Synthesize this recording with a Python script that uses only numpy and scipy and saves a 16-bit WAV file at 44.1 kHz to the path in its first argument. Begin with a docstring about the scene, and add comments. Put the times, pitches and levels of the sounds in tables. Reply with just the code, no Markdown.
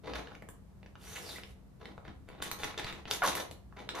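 """A large plastic zip bag, handled close to a stereo microphone in a small, quiet room.
The film crumples in bursts of tiny buckles, single creases snap, and the bag swings with a puff of air.
Fingers slide along the zip with a hiss and two squeaks; then the seal is pulled apart in quick slips,
a short, stuttering rip. Low room rumble and mains hum lie underneath."""
import sys
import numpy as np
from scipy import signal
from scipy.fft import rfft, irfft
from scipy.io import wavfile

SR = 44100
rng = np.random.default_rng(int(sys.argv[2]) if len(sys.argv) > 2 else 0)


def digitize_waveform(pressure):
    """Quantize a signal to 16-bit integers and store it at the path in sys.argv[1].

    Rows of a 2-D input are taken as channels; values are limited to [-1, 1].
    """
    field = np.atleast_2d(pressure).T
    bounded = np.clip(field, -1, 1)
    quanta = np.round(bounded * 32767).astype(np.int16)
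    wavfile.write(sys.argv[1], SR, quanta)


N = 176400
TIME_S = np.arange(N) / SR
# buckling film spectrum: f/Hz, gain/dB
FILM_SPECTRUM = [(60, -18), (350, 2), (600, -0.5), (1100, 1.5), (1600, -2.5), (2100, -1), (2900, -7),
                 (3700, -2.5), (5200, -13), (6300, -9.5), (7500, -21.5), (11500, -16.5), (16000, -32.5)]


def amp(db):
    """Decibels to gain."""
    return 10 ** (np.asarray(db) / 20)


def unit_rms(x):
    """Scale to rms 1."""
    return x / np.sqrt(np.mean(x ** 2) + 1e-20)


def unit_energy(x):
    """Scale to energy 1."""
    return x / np.linalg.norm(x)


def read(points, hz):
    """Interpolate a table over log frequency."""
    f, value = np.transpose(points)
    return np.interp(np.log(hz + 1), np.log(f), value)


def fade(times_s, levels_db):
    """Gain curve over the scene, zero outside the points."""
    return amp(np.interp(TIME_S, times_s, levels_db, left=-np.inf, right=-np.inf))


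def add(mix, start_s, sound):
    """Mix in a stereo sound."""
    part = mix[:, max(round(start_s * SR), 0):][:, :sound.shape[1]]
    part += sound[:, :part.shape[1]]


def bins(size=2048):
    """FFT bin frequencies in Hz."""
    return np.fft.rfftfreq(size, 1 / SR)


def causal(db):
    """Minimum-phase, unit-energy impulse response of a spectrum."""
    log_gain = np.log(amp(np.r_[db, db[-2:0:-1]]))
    spectrum = np.exp(np.conj(signal.hilbert(log_gain)))
    return unit_energy(np.fft.ifft(spectrum).real[:len(db)])


def through(x, h):
    """Convolve both channels."""
    return signal.fftconvolve(x, np.atleast_2d(h), axes=1)


def placed(x, left_lag_s=30e-6, spread_s=20e-6):
    """Stereo delay from a random spot on the bag."""
    lag = round((left_lag_s + spread_s * rng.standard_normal()) * SR)
    return np.array([np.r_[np.zeros(max(delay, 0)), x][:len(x)] for delay in (lag, -lag)])


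def ring(hz, decay_s, size=400):
    """Damped sine of unit energy."""
    t = np.arange(size) / SR
    return unit_energy(np.exp(-t / decay_s) * np.sin(2 * np.pi * hz * t))


def resonate(x, hz, width_hz):
    """Resonance at a steady or gliding pitch."""
    carrier = np.exp(2j * np.pi * np.cumsum(hz * np.ones(N)) / SR)
    pole = np.exp(-np.pi * width_hz / SR)
    baseband = signal.lfilter([1], np.poly([pole, pole]), x / carrier)
    return unit_rms((carrier * baseband).real)


def grains(n, per_s, spread_db, bands=24, decay_cycles=0.74):
    """Tiny clicks of uneven size, each band from its own spot; white on average."""
    out, t = np.zeros((2, n)), np.arange(256) / SR
    for hz in np.geomspace(200, 15000, bands):
        sizes = amp(spread_db * np.minimum(rng.exponential(1, n), 3)) * rng.choice([-1, 1], n)
        clicks = sizes * (rng.random(n) < per_s / bands / SR)
        ping = np.exp(-t * hz / decay_cycles) * np.cos(2 * np.pi * hz * t)
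        out += placed(unit_rms(np.convolve(clicks, ping)[:n]) * np.sqrt(hz))
    return unit_rms(out)


def diffuse(n, colour):
    """Stereo noise arriving from all sides."""
    # diffuse field: f/Hz, left-right correlation/1
    correlation = [(30, 0.96), (500, 0.15), (1100, 0.41), (2200, -0.13), (4000, 0.035), (8000, 0.025)]
    hz = bins(n)
    left, independent = rfft(rng.standard_normal((2, n)))
    c = np.clip(read(correlation, hz), -1, 1)
    right = c * left + np.sqrt(1 - c ** 2) * independent
    return unit_rms(irfft(np.array([left, right]) * amp(read(colour, hz)), n))


def background(noise_db=-55):
    """Room rumble, faint hiss and mains hum."""
    # room noise: f/Hz, relative density/dB
    noise_spectrum = [(25, -50.5), (50, -2.5), (75, -4), (170, -11), (280, -19), (1200, -34), (3000, -45),
                      (13000, -50.5), (16000, -56.5)]
    # hum tones: f/Hz, level/dB
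    tones = [(59, -66.5), (194, -64.5)]
    hum = sum(amp(db) * np.sqrt(2) * np.sin(2 * np.pi * (hz * TIME_S + rng.random())) for hz, db in tones)
    return amp(noise_db) * diffuse(N, noise_spectrum) + hum


def crumple(length_s, level_db, treble_db, bass_db):
    """Film buckles in clumps; slack film sounds dull and full, taut film bright."""
    attack_s, release_s, sag_db = 0.14 * length_s, 0.016, -2.5
    clump_s, clump_db = 0.00506, 5
    bass_hz, treble_hz = 810, 6000
    t, hz = np.arange(SR // 4) / SR, bins()
    envelope = np.minimum(t / attack_s, 1) * np.exp(-np.maximum(t - length_s, 0) / release_s)
    envelope *= amp(sag_db * t / length_s)
    steps = np.clip(rng.standard_normal(200), -2, 2)
    clumps = amp(clump_db * np.interp(t / clump_s, np.arange(200), steps))
    buckles = envelope * clumps * grains(len(t), per_s=2200, spread_db=1.5)
    low_shelf = bass_db / (1 + (hz / bass_hz) ** 3)
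    high_shelf = treble_db * (1 - 1 / (1 + (hz / treble_hz) ** 4))
    sound = through(buckles, causal(read(FILM_SPECTRUM, hz) + low_shelf + high_shelf))
    return amp(level_db) * unit_rms(sound) * np.sqrt(length_s * SR / sound.shape[1])


def air_puff(peak_s=0.16, half_width_s=0.06, hz=59.4, peak_db=-42.5):
    """Soft, low push of air as the bag swings."""
    envelope = np.exp(-((TIME_S - peak_s) / half_width_s) ** 2)
    return amp(peak_db) * envelope * np.sin(2 * np.pi * hz * TIME_S)


def crease_snap(level_db, ring_hz, crack_db):
    """A crease flips: scattered knocks, a short ring, a treble crack; slack creases are low and dull."""
    # knock spectrum: f/Hz, gain/dB
    knock_spectrum = [(100, -14), (900, -14.5), (6000, -11.5), (9000, -21), (16000, -44)]
    # crack spectrum: f/Hz, gain/dB
    crack_spectrum = [(2000, -32.5), (7000, 16), (12000, 15), (16000, 5.5)]
    folds_s, folds_db = 0.0027, 1.5  # neighbouring folds give way too
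    ring_db, crack_trim_db, cutoff_hz = -12, -3.5, 1.26 * ring_hz
    flip_s = 76e-6 * amp(-0.34 * level_db)  # weak creases flip more slowly
    tone, hz = ring(ring_hz, decay_s=0.0014), bins()
    t = np.arange(len(tone)) / SR
    envelope = unit_rms(t * np.exp(-t / flip_s)) + amp(folds_db) * unit_rms(np.exp(-t / folds_s))
    flip = rng.standard_normal(len(t)) * envelope
    knock_db = read(knock_spectrum, hz) - 10 * np.log10(1 + (hz / cutoff_hz) ** 6)
    knock = unit_energy(np.convolve(flip, causal(knock_db)))
    ringing = unit_energy(np.convolve(flip, tone))
    knock[:len(ringing)] += amp(ring_db) * ringing
    crack = unit_energy(np.convolve(flip, causal(read(crack_spectrum, hz))))
    click = unit_energy(knock) + amp(crack_db + crack_trim_db) * crack
    return placed(click) * amp(level_db) * np.sqrt(0.002 * SR)  # level referred to 2 ms


def finger_slide(grit_db=-2.5):
    """Fingers rub along the zip and buckle the film; the zip resonates, and squeaks where they catch."""
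    # friction hiss: t/s, level/dB
    hiss_levels = [(.98, -77), (1.03, -60.5), (1.09, -55.5), (1.37, -54), (1.41, -73), (1.52, -68)]
    # friction spectrum: f/Hz, gain/dB
    friction_spectrum = [(60, -16), (400, 9.5), (1000, 2), (3000, 3.5), (6300, -1), (7500, -3), (11000, 0),
                         (14000, -3), (16000, -32)]
    # zip resonance: t/s, f/Hz, level/dB
    zip_resonance = [(1.05, 5560, -66), (1.16, 6300, -56), (1.22, 5370, -74), (1.27, 4700, -53),
                     (1.31, 3700, -54), (1.39, 3280, -77)]
    # finger catches: t/s, half-width/s, f/Hz, bandwidth/Hz, level/dB
    catches = [(1.165, 0.0095, 2150, 2580, -45.5), (1.365, 0.0088, 2040, 260, -48.5)]
    rub = grains(N, per_s=30000, spread_db=5)
    buckles = grains(N, per_s=220, spread_db=5)
    friction = through(rub, causal(read(friction_spectrum, bins())))
    grit = amp(grit_db) * through(buckles, causal(read(FILM_SPECTRUM, bins())))
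    hiss = (friction + grit)[:, :N] * fade(*np.transpose(hiss_levels))
    times_s, note_hz, note_db = np.transpose(zip_resonance)
    note = resonate(rub, np.interp(TIME_S, times_s, note_hz), width_hz=1050) * fade(times_s, note_db)
    squeaks = np.zeros((2, N))
    for peak_s, half_width_s, hz, width_hz, db in catches:
        envelope = amp(db) * np.exp(-((TIME_S - peak_s) / half_width_s) ** 2)
        squeaks += envelope * resonate(rub, hz, width_hz)
    return hiss + note + squeaks


def seal_rip(length_s, level_db, slips_per_s, ring_hz, jitter=0.086, spread_db=2):
    """The seal unhooks in nearly regular slips that ring the taut mouth of the bag."""
    # seal spectrum: f/Hz, gain/dB
    seal_spectrum = [(60, -24), (600, -3.5), (1100, 5), (2000, -1.5), (3000, -3.5), (16000, -2)]
    count = max(round(length_s * slips_per_s), 1)
    gaps, sizes = rng.standard_normal((2, count))
    onsets = np.cumsum(np.exp(jitter * gaps)) * SR / slips_per_s
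    slips = np.bincount((onsets - onsets[0]).astype(int), amp(spread_db * sizes))
    ringing = np.convolve(slips, ring(ring_hz, decay_s=0.00026))
    sound = np.convolve(ringing, causal(read(seal_spectrum, bins())))
    return placed(unit_energy(sound)) * np.sqrt(length_s * SR) * amp(level_db)


def room(x, size=32768):
    """Near reflections from body and walls, then a tail whose treble dies first."""
    # reverberation time: f/Hz, T60/s
    t60 = [(200, 0.44), (2500, 0.36), (12000, 0.25)]
    # reflection spectrum: f/Hz, gain/dB
    colour = [(100, 5), (1500, -5), (15000, -2.5)]
    early_db, early_gap_s, early_decay_s = -1.5, 0.0007, 0.016
    tail_db, tail_rise_s = -2.5, 0.017
    hz, frames_s, spectra = signal.stft(diffuse(size, colour), SR, nperseg=256)
    decay = amp(-60 * frames_s / read(t60, hz)[:, None])
    tail = signal.istft(spectra * decay, SR, nperseg=256)[1][:, :size]
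    t = np.arange(size) / SR
    tail *= np.minimum(t / tail_rise_s, 1)
    tail *= amp(tail_db) / np.linalg.norm(tail[0])
    early = diffuse(size, colour) * np.exp(-t / early_decay_s) * (t > early_gap_s)
    early *= amp(early_db) / np.linalg.norm(early[0])
    return through(x, early + tail)[:, :N]


def scene(seal_send_db=-6):
    """The bag in its room; its mouth faces the microphone, so the rip reaches the room less."""
    # crease snaps: t/s, level/dB, ring f/Hz, relative crack level before trim/dB
    snaps = [(0.1357, -35.5, 2400, -22), (0.272, -44.5, 1500, -30), (0.3179, -47, 1560, -29),
             (0.3515, -46, 2270, -18), (0.4227, -43.5, 1140, -16), (0.488, -44, 1480, 1),
             (0.83, -50, 1900, -38), (0.861, -50, 2630, -36), (0.9543, -46.5, 1760, -43),
             (1.384, -41, 1740, -26), (1.4352, -42, 2800, -21), (1.8556, -41.5, 2200, -20),
             (1.9787, -42, 1230, -36), (2.0803, -41.5, 1310, -36), (2.2878, -44.5, 2050, -13),
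             (2.4025, -41.5, 1200, -32), (2.4236, -34.5, 1680, 4), (2.4372, -41, 2120, -16),
             (2.5146, -31.5, 3820, 0), (2.597, -46, 2100, -16), (2.6342, -29.5, 3420, -20),
             (2.644, -37, 1500, -5), (2.6552, -43, 1100, -16), (2.743, -43.5, 2040, -30),
             (2.778, -35, 3270, -11), (2.787, -37, 3400, -24), (2.795, -33.5, 2000, -14),
             (2.845, -34.5, 2180, -14), (2.926, -39.5, 2140, -11.5), (3.0546, -39.5, 2000, -36),
             (3.1113, -24.5, 3650, -8.5), (3.132, -42, 3530, -6), (3.2842, -31, 3940, -15),
             (3.3522, -33.5, 2130, 6), (3.5117, -42, 2830, -3.5), (3.725, -50, 1100, -45),
             (3.7705, -50.5, 1710, -22), (3.8905, -30.5, 3240, -17)]
    # film crumples: t/s, length/s, level/dB, treble shelf/dB, bass shelf/dB
    crumples = [(0.033, 0.11, -47.5, -12, 9), (0.148, 0.047, -44, -5.5, 1), (0.213, 0.14, -60, -6, 7),
                (1.794, 0.13, -57.5, -7, 12.5), (2.043, 0.05, -56.5, -17, 5), (2.266, 0.14, -59.5, -21, 6),
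                (2.417, 0.032, -44, -4, -28), (2.449, 0.099, -51.5, 5.5, 3), (2.583, 0.074, -48, 5.5, 0.5),
                (2.636, 0.014, -40, 4, 3.5), (2.67, 0.034, -48.5, -3, -3), (2.774, 0.024, -42, -8.5, -1),
                (2.81, 0.08, -50.5, -10, -5), (2.864, 0.022, -42, -8.5, -20), (2.891, 0.1, -55.5, -4, 4.5),
                (3.068, 0.13, -50.5, -4, 3), (3.101, 0.048, -42, 14.5, -7.5),
                (3.228, 0.063, -35.5, 10, -0.5), (3.315, 0.018, -41.5, 7.5, -4),
                (3.355, 0.047, -40, 5, 0.5), (3.763, 0.062, -52, -8.5, 5), (3.83, 0.4, -61, -21, 12),
                (3.944, 0.065, -44.5, 2.5, 2)]
    # seal rips: t/s, length/s, level/dB, slip rate/Hz, ring f/Hz
    rips = [(3.2205, 0.012, -27.5, 730, 1280), (3.2341, 0.022, -26.5, 530, 1120),
            (3.269, 0.03, -37, 540, 1100), (3.96, 0.028, -43, 270, 1190)]
    bag, seal = finger_slide(), np.zeros((2, N))
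    for start_s, *row in snaps:
        add(bag, start_s, crease_snap(*row))
    for start_s, *row in crumples:
        add(bag, start_s, crumple(*row))
    for start_s, *row in rips:
        add(seal, start_s, seal_rip(*row))
    return bag + seal + room(bag + amp(seal_send_db) * seal) + air_puff() + background()


def record(dry, cutoff_hz=15400):
    """Slightly unequal microphone ports, then a low-pass."""
    # port imbalance: f/Hz, left minus right/dB
    balance = [(50, 0.5), (400, 2.5), (2000, -1.9), (8000, -0.1)]
    tilt_db = read(balance, bins(N)) / 2
    ports = irfft(rfft(dry) * amp([tilt_db, -tilt_db]), N)
    lowpass = signal.firwin(255, cutoff_hz, window=("kaiser", 9), fs=SR)
    return signal.oaconvolve(ports, lowpass[None], "same")


dry = scene()
out = record(dry)
digitize_waveform(out)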